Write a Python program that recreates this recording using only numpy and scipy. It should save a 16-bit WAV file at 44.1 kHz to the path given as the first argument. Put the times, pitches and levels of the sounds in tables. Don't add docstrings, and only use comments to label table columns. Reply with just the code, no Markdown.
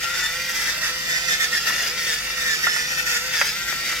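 import sys
import numpy as np
from scipy import signal
from scipy.fft import rfft, irfft
from scipy.io import wavfile
from scipy.ndimage import map_coordinates

SR = 44100
rng = np.random.default_rng(int(sys.argv[2]) if len(sys.argv) > 2 else 0)


def generate_wav(sig):
    pcm = np.round(np.clip(np.atleast_2d(sig).T, -1, 1) * 32767).astype(np.int16)
    wavfile.write(sys.argv[1], SR, pcm)


N = 176400
T = np.arange(N) / SR
HZ = np.maximum(np.arange(N + 1) * SR / (2 * N), 1)
TEETH = 11


def motor(turns, load_db):
    # times_per_turn, level_db
    hum_tones = [(3, -51)]
    # times_per_turn, level_db
    whine_tones = [(8, -38), (9, -44.5), (12, -39.5), (14, -44.5), (16, -45), (21, -50), (26, -48),
                   (28, -50.5)]
    hum = sum(from_db(db + 2.5 * drift(18)) * tone(k * turns) for k, db in hum_tones)
    whine = sum(from_db(db + 2.5 * drift(18)) * tone(k * turns) for k, db in whine_tones)
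    whine = filtered(whine, 1 / np.sqrt(1 + (1345 / HZ) ** 40))
    return hum + whine * from_db(0.34 * load_db)


def bites():
    # start_s, length_s, load_rise_db, howl_rise_db
    grips = [(0.015, 0.022, 5, 5), (0.135, 0.069, 5, -5), (0.218, 0.044, 4.5, 13.5),
             (0.478, 0.027, 5, 11.5), (0.538, 0.11, 5, 9), (0.651, 0.049, 7, 13), (0.802, 0.095, 4, 12.5),
             (1.078, 0.097, 4, 12), (1.272, 0.075, 6.5, 16.5), (1.39, 0.054, 6.5, 21.5),
             (1.515, 0.062, 5.5, 17), (1.653, 0.044, 8.5, 14.5), (1.718, 0.16, 4.5, 6),
             (1.956, 0.099, 3.5, 5.5), (2.057, 0.082, 6, 10.5), (2.361, 0.083, 3, 9),
             (2.451, 0.097, 4.5, 16.5), (2.621, 0.075, 4.5, 17), (2.703, 0.11, 3.5, 9),
             (2.899, 0.03, 2.5, 12), (2.962, 0.037, 5.5, 15), (3.05, 0.12, 6, 11), (3.318, 0.1, 6, 10.5),
             (3.433, 0.059, 4.5, 3), (3.672, 0.048, 4.5, 6.5), (3.837, 0.089, 4, -2)]
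    attack_s, release_s = 0.016, 0.017
    load_db, howl_db = -4 + 0.5 * drift(20), 0
    for start, length, load_rise_db, howl_rise_db in grips:
        grip = np.clip((T - start) / attack_s, 0, 1) - np.clip((T - start - length) / release_s, 0, 1)
        load_db += load_rise_db * grip
        howl_db += howl_rise_db * grip
    return load_db, howl_db


def gear_howl(turns, howl_db, rough_db=2.0):
    # times_per_tooth, level_db, share_of_howl_rise
    gear_tones = [(1, -39, 0.88), (2, -43, .8), (3, -44, 0.8), (4, -37, 0.75)]
    return housing(sum(from_db(db + share * howl_db + rough_db * drift(105)) * tone(k * TEETH * turns)
                       for k, db, share in gear_tones))


def squeal(turns, speed, load_db):
    # times_per_tooth, level_db
    squeal_tones = [(2, -36), (3, -34.5), (4, -43)]
    strain = np.clip((168 - speed) / 9, 0, 1) * from_db(0.9 * load_db)
    slipping = turns + 0.0014 * drift(120)
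    return strain * sum(from_db(db + 3 * drift(38)) * tone(k * TEETH * slipping)
                        for k, db in squeal_tones)


def tooth_strikes(turns, load_db):
    hits = np.diff(np.floor(TEETH * turns), prepend=0) > 0
    clicks = hits * rng.standard_normal(N) * from_db(-0.5 * drift(110))
    return from_db(-36.5 + 1.54 * load_db) * rms_one(housing(clicks))


def rattle(turns, load_db, throb=0.18):
    # pitch_hz, relative_level_db
    colour = [(250, -17.5), (600, -13), (1150, -12.5), (1370, 0.5), (1640, -10.5), (1900, 2), (2200, -3.5),
              (2750, 0.5), (3150, -4.5), (3700, -1.5), (4100, -7.5), (4700, 1.5), (5700, -2.5), (7000, -8),
              (8700, -16.5), (9900, -23.5), (11200, -16), (12200, -11.5), (13200, -15), (15800, -23)]
    pulse = 1 + throb * np.cos(2 * np.pi * turns)
    rubbing = rng.standard_normal(N) * pulse * from_db(drift(54))
    return from_db(-32.5 + 0.52 * load_db) * rms_one(filtered(rubbing, gains(colour)))


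def crunch(load_db, cracks_per_s=900, spread_db=2.5):
    clicks = (rng.random(N) < cracks_per_s / SR) * rng.choice([-1, 1], N)
    strength = from_db(spread_db * np.minimum(rng.exponential(1, N), 4))
    treble = signal.butter(1, [4440, 13000], "band", fs=SR, output="sos")
    return from_db(-43 + 1.12 * load_db) * rms_one(signal.sosfilt(treble, clicks * strength))


def knocks():
    # start_s, strength_db
    cracks = [(1.705, -15), (2.669, -6), (2.763, -15), (3.414, -1.5), (3.726, -14), (3.927, -15.5)]
    # pitch_hz, level_db, ring_s
    notes = [(605, -17, .016), (970, -13.5, 0.005), (1414, -13, 0.027), (1900, -3.5, 0.011),
             (2440, -12, 0.012)]
    clicks = np.zeros(N)
    for start, db in cracks:
        clicks[int(start * SR)] = from_db(db)
    jolts = signal.sosfilt(signal.butter(2, [763, 2820], "band", fs=SR, output="sos"), clicks)
    return sum(from_db(db) * ring(jolts, hz, ring_s) for hz, db, ring_s in notes)


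def housing(x):
    # pitch_hz, width_hz, level_db
    peaks = [(1420, 66, 0), (1942, 247, 2.5), (3553, 130, -3), (4620, 790, -16.5), (5520, 700, -3.5),
             (6190, 760, -5.5), (12330, 470, -13)]
    body = sum((-1) ** k * from_db(db) * resonate(x, hz, width)
               for k, (hz, width, db) in enumerate(peaks))
    return signal.sosfilt(signal.butter(2, 1200, "high", fs=SR, output="sos"), body)


def kitchen(x, echo_db):
    # time_s, position (-1 left to 1 right)
    path = [(0, -0.2), (.45, -0.026), (1.25, 0.81), (1.8, 0.16), (2.15, 0.15), (2.65, 0.75), (3.0, 0.76),
            (3.65, -0.32), (4, -0.06)]
    position = in_time(path)
    lag_s = 0.00024 * position
    balance_db = 2 - 6 * position
    direct = np.array([map_coordinates(x, [(T - side * lag_s / 2) * SR], order=3)
                       * from_db(side * balance_db / 2) for side in (1, -1)])
    return direct + from_db(echo_db) * moving_echoes(x)


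def moving_echoes(x, spots_per_s=5):
    out, step = np.zeros((2, N + SR)), SR // spots_per_s
    for centre in range(0, N + step, step):
        i = np.arange(max(centre - step, 0), min(centre + step, N))
        piece = x[i] * np.cos(np.pi / 2 * (i - centre) / step)
        echoes = signal.fftconvolve([piece], reflections())
        out[:, i[0]:i[0] + echoes.shape[1]] += echoes
    return out[:, :N]


def reflections(size=16384):
    t = T[:size]
    near = from_db(-60 * t / 0.038) * (t > 0.001)
    room = from_db(-60 * t / 0.24) * (t > 0.005)
    power = sum(from_db(db) ** 2 * fade ** 2 / np.sum(fade ** 2) for db, fade in ((3, near), (-5, room)))
    mid, side = rfft(rng.standard_normal((2, size)) * np.sqrt(power))
    alike = 1 / (1 + (np.arange(len(mid)) * SR / size / 1000) ** 2)
    return irfft(np.sqrt(1 + alike) * mid + np.sqrt(1 - alike) * side * [[1], [-1]]) / np.sqrt(2)


def appliances():
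    # pitch_hz, relative_level_db
    colour = [(20, -28), (45, -4), (65, 3), (105, -3.5), (165, 4.5), (230, 2), (310, -11), (400, -11.5),
              (640, -4), (2000, -15.5)]
    # pitch_hz, level_db
    hum_tones = [(49.7, -52.5), (148, -56), (357, -58.5)]
    mid, side = rms_one(filtered(rng.standard_normal((2, N)), gains(colour)))
    side = filtered(side, np.minimum(HZ / 950, 1))
    hum = sum(from_db(db + 2.1 * drift(7.3)) * tone(hz * T) for hz, db in hum_tones)
    return from_db(-45.5) * (mid + side * [[1], [-1]]) + hum


def from_db(db):
    return 10 ** (np.asarray(db) / 20)


def rms_one(x):
    return x / np.sqrt(np.mean(x ** 2) + 1e-20)


def in_time(rows):
    return np.interp(T, *np.transpose(rows))


def gains(points):
    hz, db = np.transpose(points)
    return from_db(np.interp(np.log(HZ), np.log(hz), db))


def filtered(x, response):
    return irfft(rfft(x, 2 * N) * response)[..., :N]


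def drift(rate_hz):
    return rms_one(filtered(rng.standard_normal(N), 1 / (1 + (HZ / rate_hz) ** 2)))


def resonate(x, hz, width_hz):
    r = np.exp(-np.pi * width_hz / SR)
    feedback = [1, -2 * r * np.cos(2 * np.pi * hz / SR), r * r]
    return signal.lfilter(np.array([1, 0, -1]) * (1 - r * r) / 2, feedback, x + 1e-18)


def ring(clicks, hz, ring_s):
    r, w = 1000 ** (-1 / (ring_s * SR)), 2 * np.pi * hz / SR
    return signal.lfilter([0, np.sin(w)], [1, -2 * r * np.cos(w), r * r], clicks + 1e-18)


def tone(cycles):
    return np.sqrt(2) * np.sin(2 * np.pi * (cycles + rng.random()))


def scene():
    # time_s, turns_per_s
    speeds = [(0.03, 168.3), (0.13, 175.7), (0.2, 162.4), (0.27, 162.0), (0.37, 170.9), (0.48, 174.0),
              (0.58, 167.3), (0.66, 167.1), (0.72, 162.3), (0.76, 171.3), (0.81, 172.4), (0.88, 164.3),
              (0.97, 170.6), (1.04, 172.1), (1.11, 166.9), (1.28, 171.6), (1.33, 159.2), (1.41, 167.1),
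              (1.45, 160.3), (1.53, 168.8), (1.6, 149.6), (1.66, 168.6), (1.71, 160.0), (1.78, 165.8),
              (1.83, 152.8), (1.88, 148.8), (1.95, 170.1), (2.08, 167.3), (2.13, 154.9), (2.17, 158.0),
              (2.23, 171.1), (2.32, 166.7), (2.36, 171.1), (2.43, 163.8), (2.47, 168.1), (2.52, 158.5),
              (2.56, 158.3), (2.63, 170.7), (2.69, 159.9), (2.83, 161.5), (2.88, 170.1), (2.99, 166.4),
              (3.1, 168.3), (3.16, 157.8), (3.25, 170.6), (3.33, 170.7), (3.37, 159.4), (3.43, 139.7),
              (3.52, 158.4), (3.56, 171.7), (3.67, 174.2), (3.73, 168.6), (3.85, 169.7), (3.97, 167.1)]
    load_db, howl_db = bites()
    speed = in_time(speeds) * (1 + 0.003 * drift(15))
    turns = np.cumsum(speed) / SR
    gear_turns = turns + 0.005 * drift(40)
    throb = 1 + 0.39 * np.cos(2 * np.pi * turns)
    swell = from_db(0.08 * np.maximum(speed.mean() - speed, 0))
    tones = swell * (motor(turns, load_db) + throb * gear_howl(gear_turns, howl_db))
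    tones += throb * squeal(gear_turns, speed, load_db)
    rasp = throb * tooth_strikes(gear_turns, load_db) + rattle(turns, load_db) + crunch(load_db)
    scattered = from_db(-6) * np.array([rattle(turns, load_db), rattle(turns, load_db)])
    grinder = kitchen(tones, echo_db=-7.5) + kitchen(rasp, echo_db=1) + kitchen(knocks(), echo_db=-1.5)
    return grinder + scattered + appliances()


def record(dry, cutoff_hz=15850):
    # pitch_hz, left_minus_right_db
    balance = [(400, 1), (740, -2), (1300, 1), (3300, 1), (5500, -2), (9000, -10), (12500, 1), (15000, -3)]
    colour = gains(balance) ** np.array([[.5], [-.5]])
    return filtered(dry, colour / np.sqrt(1 + (HZ / cutoff_hz) ** 300))


dry = scene()
out = record(dry)
generate_wav(out)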